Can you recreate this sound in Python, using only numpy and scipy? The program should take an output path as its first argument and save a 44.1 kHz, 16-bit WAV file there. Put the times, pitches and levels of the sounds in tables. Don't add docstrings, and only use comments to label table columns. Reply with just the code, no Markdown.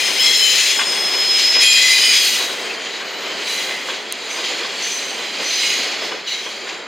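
import sys
import numpy as np
from scipy import signal
from scipy.fft import rfft, irfft, next_fast_len
from scipy.io import wavfile
from scipy.ndimage import uniform_filter1d

SR = 44100
rng = np.random.default_rng(int(sys.argv[2]) if len(sys.argv) > 2 else 0)


def waveform_to_disk(signal):
    frames = np.transpose(np.atleast_2d(signal))
    scaled = np.clip(frames, -1, 1) * 32767
    samples = np.round(scaled).astype(np.int16)
    wavfile.write(sys.argv[1], SR, samples)


N = 302967
T = np.arange(N) / SR


def undb(db):
    return 10 ** (np.asarray(db) / 20)


def unit(x):
    return x / np.sqrt(np.mean(np.abs(x) ** 2))


def butter(x, order, hz, kind="lowpass"):
    return signal.sosfilt(signal.butter(order, hz, kind, fs=SR, output="sos"), x)


def colour(x, points):
    hz, db = np.transpose(points)
    size = next_fast_len(len(x))
    bin_hz = np.maximum(np.arange(size // 2 + 1) * SR / size, 1)
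    gain = undb(np.interp(np.log(bin_hz), np.log(hz), db))
    return irfft(rfft(x, size) * gain, size)[:len(x)]


def ring(x, hz, width_hz):
    return signal.lfilter(*signal.iirpeak(hz, hz / width_hz, fs=SR), x)


def walk(rate_hz, size=N):
    hold = int(SR / rate_hz)
    steps = np.repeat(rng.standard_normal(size // hold + 1), hold)
    return 1.15 * uniform_filter1d(uniform_filter1d(steps, hold), hold)[:size]


def air():
    return unit(butter(rng.standard_normal((2, N)), 4, 100)) * undb(-77)


# f/Hz, gain/dB
ECHO_SPECTRUM = [(60, -55), (200, -11), (380, -7), (700, -15), (1290, -14.5), (2380, -13), (4400, -17.5),
                 (8120, -15.5), (15000, -39)]


def yard_echo(train, t60_s=0.23):
    t = T[:SR // 2]
    tail = rng.standard_normal(len(t)) * np.exp(-np.log(1000) * t / t60_s)
    tail /= np.sqrt(np.sum(tail ** 2))
    return colour(signal.fftconvolve(train, tail)[:N], ECHO_SPECTRUM)


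# t/s, level/dB
BALANCE = [(0, 3), (2.5, 0.3), (5.3, -.5), (6.87, 0)]
# f/Hz, gain/dB
LEFT_LEAD = [(120, -44), (340, -47), (600, -50), (1200, -13)]


def direction(train):
    ratio = undb(np.interp(T, *np.transpose(BALANCE)))
    lean = (ratio - 1) / (ratio + 1) * colour(train, [(100, -19), (3000, 7.5), (4500, 0), (15000, -31)])
    lead_band = colour(train, [(40, -60), *LEFT_LEAD, (3000, -60)])
    lead = -signal.hilbert(lead_band, next_fast_len(N))[:N].imag
    return lean + lead


# f/Hz, level/dB, t60/s
TICK_MODES = [(4000, -2, .003), (6600, -2, .003), (8600, 0, .003), (11000, -4, .002), (13500, -7, .0015)]


def snap(start_s=4.1241, gap_s=0.00046, peak_db=-4.5):
    t = np.maximum(T - start_s, 0)
    tick = sum(undb(db) * np.sin(2 * np.pi * hz * t) * np.exp(-np.log(1000) * t / t60_s)
               for hz, db, t60_s in TICK_MODES)
    pair = butter(tick + np.roll(tick, int(gap_s * SR)), 4, 3000, "highpass")
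    return undb(peak_db) * pair / np.abs(pair).max()


# t/s, thud level/dB, clack level/dB
AXLE_BLOWS = [(.08, -40, -37), (.52, -41.5, -47), (.786, -49, -26), (.919, -46, -34.5), (1.128, -45, -34),
              (1.39, -52, -45), (1.548, -38.5, -32.5), (2.395, -41, -34.5), (2.489, -43.5, -37),
              (2.999, -49, -37), (3.24, -40, -41), (3.679, -42, -37), (3.55, -54, -56), (3.88, -39, -33.5),
              (4.379, -41, -37), (4.499, -38.5, -38.5), (4.599, -41, -35.5), (5.178, -42, -39),
              (5.392, -37.5, -39), (5.785, -40.5, -54), (6.016, -38.5, -38), (6.109, -38.5, -35.5),
              (6.458, -43.5, -40), (6.66, -53, -39.5)]
CLACK_MODES_HZ = [1070, 1560, 2060, 2430, 2910, 3410]


def rail_joints(thud_hz=449, thud_width_hz=370, clack_width_hz=280):
    out, t = np.zeros(N), T[:SR // 5]
    soft = (1 - np.exp(-t / 0.0021)) * np.exp(-t / 0.053)
    sharp = (1 - np.exp(-t / 0.004)) * np.exp(-t / 0.035)
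    for start_s, thud_db, clack_db in AXLE_BLOWS:
        floor_noise, steel_noise = rng.standard_normal((2, len(t)))
        thud = ring(ring(floor_noise * soft, thud_hz, thud_width_hz), thud_hz, thud_width_hz)
        rattle = steel_noise * sharp * undb(4 * walk(250, len(t)))
        clack = sum(ring(ring(rattle, hz, clack_width_hz), hz, clack_width_hz) for hz in CLACK_MODES_HZ)
        blow = undb(thud_db) * unit(thud) + undb(clack_db) * unit(clack)
        start = int(start_s * SR)
        out[start:start + len(t)] += blow[:N - start]
    return out


# f/Hz, level/dB
RUMBLE_SPECTRUM = [(24, -74), (40, -44), (86, -40), (165, -10.5), (325, -3), (386, 1.5), (555, -1),
                   (1250, -4.5), (1740, -3.5), (2000, -2), (2500, -4.5), (3250, -25), (5500, -120)]
# t/s, level/dB
RUMBLE_LEVEL = [(0.0, -32.5), (0.61, -33.5), (1.01, -28.5), (1.7, -34.5), (2.2, -34), (2.33, -31),
                (3.88, -30.5), (4.15, -34), (4.36, -31.5), (4.48, -31.5), (4.95, -32.5), (5.99, -30.5),
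                (6.31, -37), (6.5, -36), (6.64, -33), (6.87, -34)]


def rumble():
    shake = colour(rng.standard_normal(N), RUMBLE_SPECTRUM) * undb(walk(9))
    return unit(shake) * undb(np.interp(T, *np.transpose(RUMBLE_LEVEL)))


# f/Hz, level/dB
WHEEL_MODES = [(2060, -3), (2480, -1), (2950, -1.5), (3250, 3), (3990, 4.5), (4330, 3), (4900, 0),
               (5150, -6), (6080, -6.5), (6620, -12), (7100, -8.5), (7350, -34), (8250, -7), (8900, -13.5),
               (9400, -18.5), (10400, -15), (12200, -15), (13300, -19), (14100, -13.5)]


def wheel_ring(rub_s=0.8, wheels_at_once=2, wear_spread=0.02):
    span = int(rub_s * SR)
    out = np.zeros(N + 2 * span)
    for start in range(0, N + span, span // wheels_at_once):
        scrape, wheel = rng.standard_normal(span), 0
        for hz, db in WHEEL_MODES:
            worn_hz = hz * (1 + wear_spread * rng.standard_normal())
            mode = unit(ring(scrape, worn_hz, width_hz=95 - 0.005 * hz))
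            wheel += undb(db + 3.5 * walk(10, span)) * mode
        out[start:start + span] += wheel * np.sqrt(np.hanning(span))
    return unit(out[span:span + N])


# f/Hz, level/dB
RASP_SPECTRUM = [(900, -24.5), (1500, -12), (2000, 3), (3300, 3), (5100, -2), (6000, -4.5), (7300, -12),
                 (7800, -18), (10000, -15), (15500, -65)]
# t/s, grind level/dB, treble re grind/dB
FLANGE_CONTACT = [(0, -18.5, -11), (.17, -21.5, -13.5), (.21, -18.5, -11), (.5, -19, -11), (.67, -16, -14),
                  (.75, -21, -13), (.87, -22, -16), (1.11, -24.5, -13), (1.35, -20, -18),
                  (1.39, -17.5, -15.5), (1.59, -20, -19.5), (1.62, -15.5, -13), (1.68, -18.5, -17),
                  (1.74, -18, -12.5), (2.15, -15, -14.5), (2.4, -21.5, -12.5), (2.58, -29, -16),
                  (2.89, -29.5, -23), (3.21, -30.5, -22), (3.25, -27, -25), (3.44, -28.5, -20),
                  (3.5, -24, -12.5), (3.66, -25.5, -15), (3.83, -30, -20), (3.88, -26.5, -18.5),
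                  (4.07, -31, -24.5), (4.28, -29, -21), (4.33, -27, -19), (4.45, -24, -21.5),
                  (4.72, -26.5, -23), (4.9, -25.5, -17), (5.13, -28, -19.5), (5.38, -27, -21.5),
                  (5.43, -23.5, -19.5), (5.7, -20.5, -16), (6.01, -26.5, -24.5), (6.05, -25, -20),
                  (6.24, -34, -28), (6.29, -27.5, -29), (6.43, -32, -18), (6.48, -28.5, -21.5),
                  (6.62, -33, -22.5), (6.73, -30.5, -24), (6.87, -39, -28)]


def flange_grind(edge_hz=5600, treble_hz=7700):
    times_s, levels_db, trebles_db = np.transpose(FLANGE_CONTACT)
    grind_db, treble_db = np.interp(T, times_s, levels_db), np.interp(T, times_s, trebles_db)
    rasp = unit(colour(rng.standard_normal(N) * undb(1.7 * walk(60)), RASP_SPECTRUM))
    steel = rasp + undb(-0.5) * wheel_ring()
    low = unit(butter(steel, 8, edge_hz))
    edge = unit(butter(steel, 6, [edge_hz, treble_hz], "bandpass")) * undb(0.36 * treble_db - 1)
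    treble = unit(butter(steel, 8, treble_hz, "highpass")) * undb(treble_db)
    return undb(grind_db) * (low + edge + treble), grind_db


def stick_slip(hz, size, roughness, wander_hz):
    phase = 2 * np.pi * np.cumsum(hz + wander_hz * walk(39.3, size)) / SR
    slip = rng.standard_normal(size) + 1j * rng.standard_normal(size)
    width_hz = 55 * roughness
    chatter = unit(signal.lfilter([1], [1, -np.exp(-np.pi * width_hz / SR)], slip))
    return np.sqrt(2 / (1 + roughness ** 2)) * np.real((1 + roughness * chatter) * np.exp(1j * phase))


# t/s, level/dB
LONG_SQUEAL_LEVEL = [(0, -24.5), (.16, -27), (.2, -16.5), (.34, -21.5), (.75, -26), (.87, -18.5),
                     (1.1, -20), (1.28, -18.5), (1.6, -15), (1.83, -24)]


def long_squeal(hz=5129, fade_s=0.027):
    times_s, levels_db = np.transpose(LONG_SQUEAL_LEVEL)
    envelope = undb(np.interp(T, times_s, levels_db)) * np.clip((times_s[-1] - T) / fade_s, 0, 1)
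    return stick_slip(hz, N, roughness=0.6, wander_hz=13) * envelope


# t/s, length/s, f/Hz, level/dB
SHORT_SQUEALS = [(0.157, 0.32, 2090, -28.5), (0.187, 0.066, 3030, -19), (.2, 0.21, 3306, -19),
                 (.22, 0.28, 7340, -29), (0.238, 0.29, 5214, -16.5), (0.241, 0.36, 4110, -20.5),
                 (.36, .2, 8500, -35), (0.339, 0.56, 6970, -24.5), (0.388, 0.18, 3045, -19),
                 (0.553, 0.28, 6900, -30), (0.569, 0.11, 2590, -27.5), (.61, 0.29, 8200, -37),
                 (0.676, 0.29, 3360, -25.5), (.77, 0.3, 8600, -36.5), (0.944, 0.65, 3386, -30.5),
                 (.4, .4, 12790, -45), (1.62, 0.18, 4400, -27), (1.62, 0.12, 9460, -30),
                 (1.62, 0.38, 2493, -18.5), (1.618, 0.29, 3210, -18), (1.61, 0.12, 10550, -36),
                 (1.62, 0.22, 11510, -37), (1.609, .28, 6770, -31), (1.617, 0.19, 7260, -21),
                 (1.617, 0.49, 4040, -21.5), (1.67, .1, 8400, -45), (1.684, 0.29, 7310, -28),
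                 (1.747, 0.27, 6940, -24), (1.718, 0.26, 5016, -19.5), (1.759, 0.34, 2043, -19),
                 (1.81, .15, 5820, -26), (1.88, 0.4, 4810, -24), (1.677, 0.47, 8960, -36.5),
                 (1.858, 0.52, 9350, -32.5), (1.9, 0.46, 5070, -19), (1.92, 0.35, 2447, -21.5),
                 (1.967, 0.48, 6670, -29), (1.976, 0.2, 3010, -22.5), (2.08, 0.36, 4850, -25),
                 (2.14, 0.37, 13280, -38), (2.172, .19, 8980, -34.5), (2.693, 0.037, 2600, -27),
                 (3.06, .4, 14050, -54), (3.453, 0.22, 3960, -28), (3.549, 0.41, 2040, -32),
                 (4.298, 0.088, 6110, -32.5), (4.819, 0.32, 6110, -26.5), (4.86, .27, 8100, -45),
                 (5.438, 0.33, 6080, -26.5), (5.499, 0.31, 4000, -26), (5.501, 0.4, 4960, -27.5),
                 (5.57, 0.3, 2940, -27), (5.58, 0.27, 2154, -28.5), (5.63, 0.24, 2504, -29.5),
                 (5.655, 0.26, 6670, -31), (6.268, 0.2, 6020, -35), (6.267, 0.15, 3935, -25.5),
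                 (6.272, 0.087, 2940, -30), (6.27, .13, 7040, -40), (6.298, 0.15, 2130, -33.5)]


def short_squeals(grind_db, bite_db=-1, end_db=-11.5, swell_share=0.46, light_db=-24, firm_db=-18):
    out = np.zeros(N)
    for start_s, length_s, hz, db in SHORT_SQUEALS:
        start, t = int(start_s * SR), T[:int((length_s + 0.04) * SR)]
        span = slice(start, start + len(t))
        envelope = undb(db + np.interp(t, [0, swell_share * length_s, length_s], [bite_db, 0, end_db]))
        fades = np.clip(np.minimum(t / 0.006, (t[-1] - t) / 0.03), 0, 1)
        roughness = np.interp(grind_db[span].mean(), [light_db, firm_db], [2.0, 0.65])
        out[span] += stick_slip(hz, len(t), roughness, wander_hz=10) * envelope * fades
    return out


def scene():
    bodies = rumble()
    grind, grind_db = flange_grind()
    train = bodies + grind + long_squeal() + short_squeals(grind_db) + rail_joints()
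    side = yard_echo(train) + direction(train)
    return train + snap() + side * np.array([[1], [-1]])


def record(dry):
    mic = butter(dry, 4, 140, "highpass")
    mic -= 0.75 * ring(mic, hz=5480, width_hz=390)
    saturated = np.tanh(0.62 * mic) / 0.57 + 0.006 * mic ** 2
    dc_free = butter(saturated + air(), 1, 15, "highpass")
    top_cut = signal.ellip(10, 0.2, 70, 15850, fs=SR, output="sos")
    return np.clip(signal.sosfilt(top_cut, dc_free), -1, 1)


dry = scene()
out = record(dry)
waveform_to_disk(out)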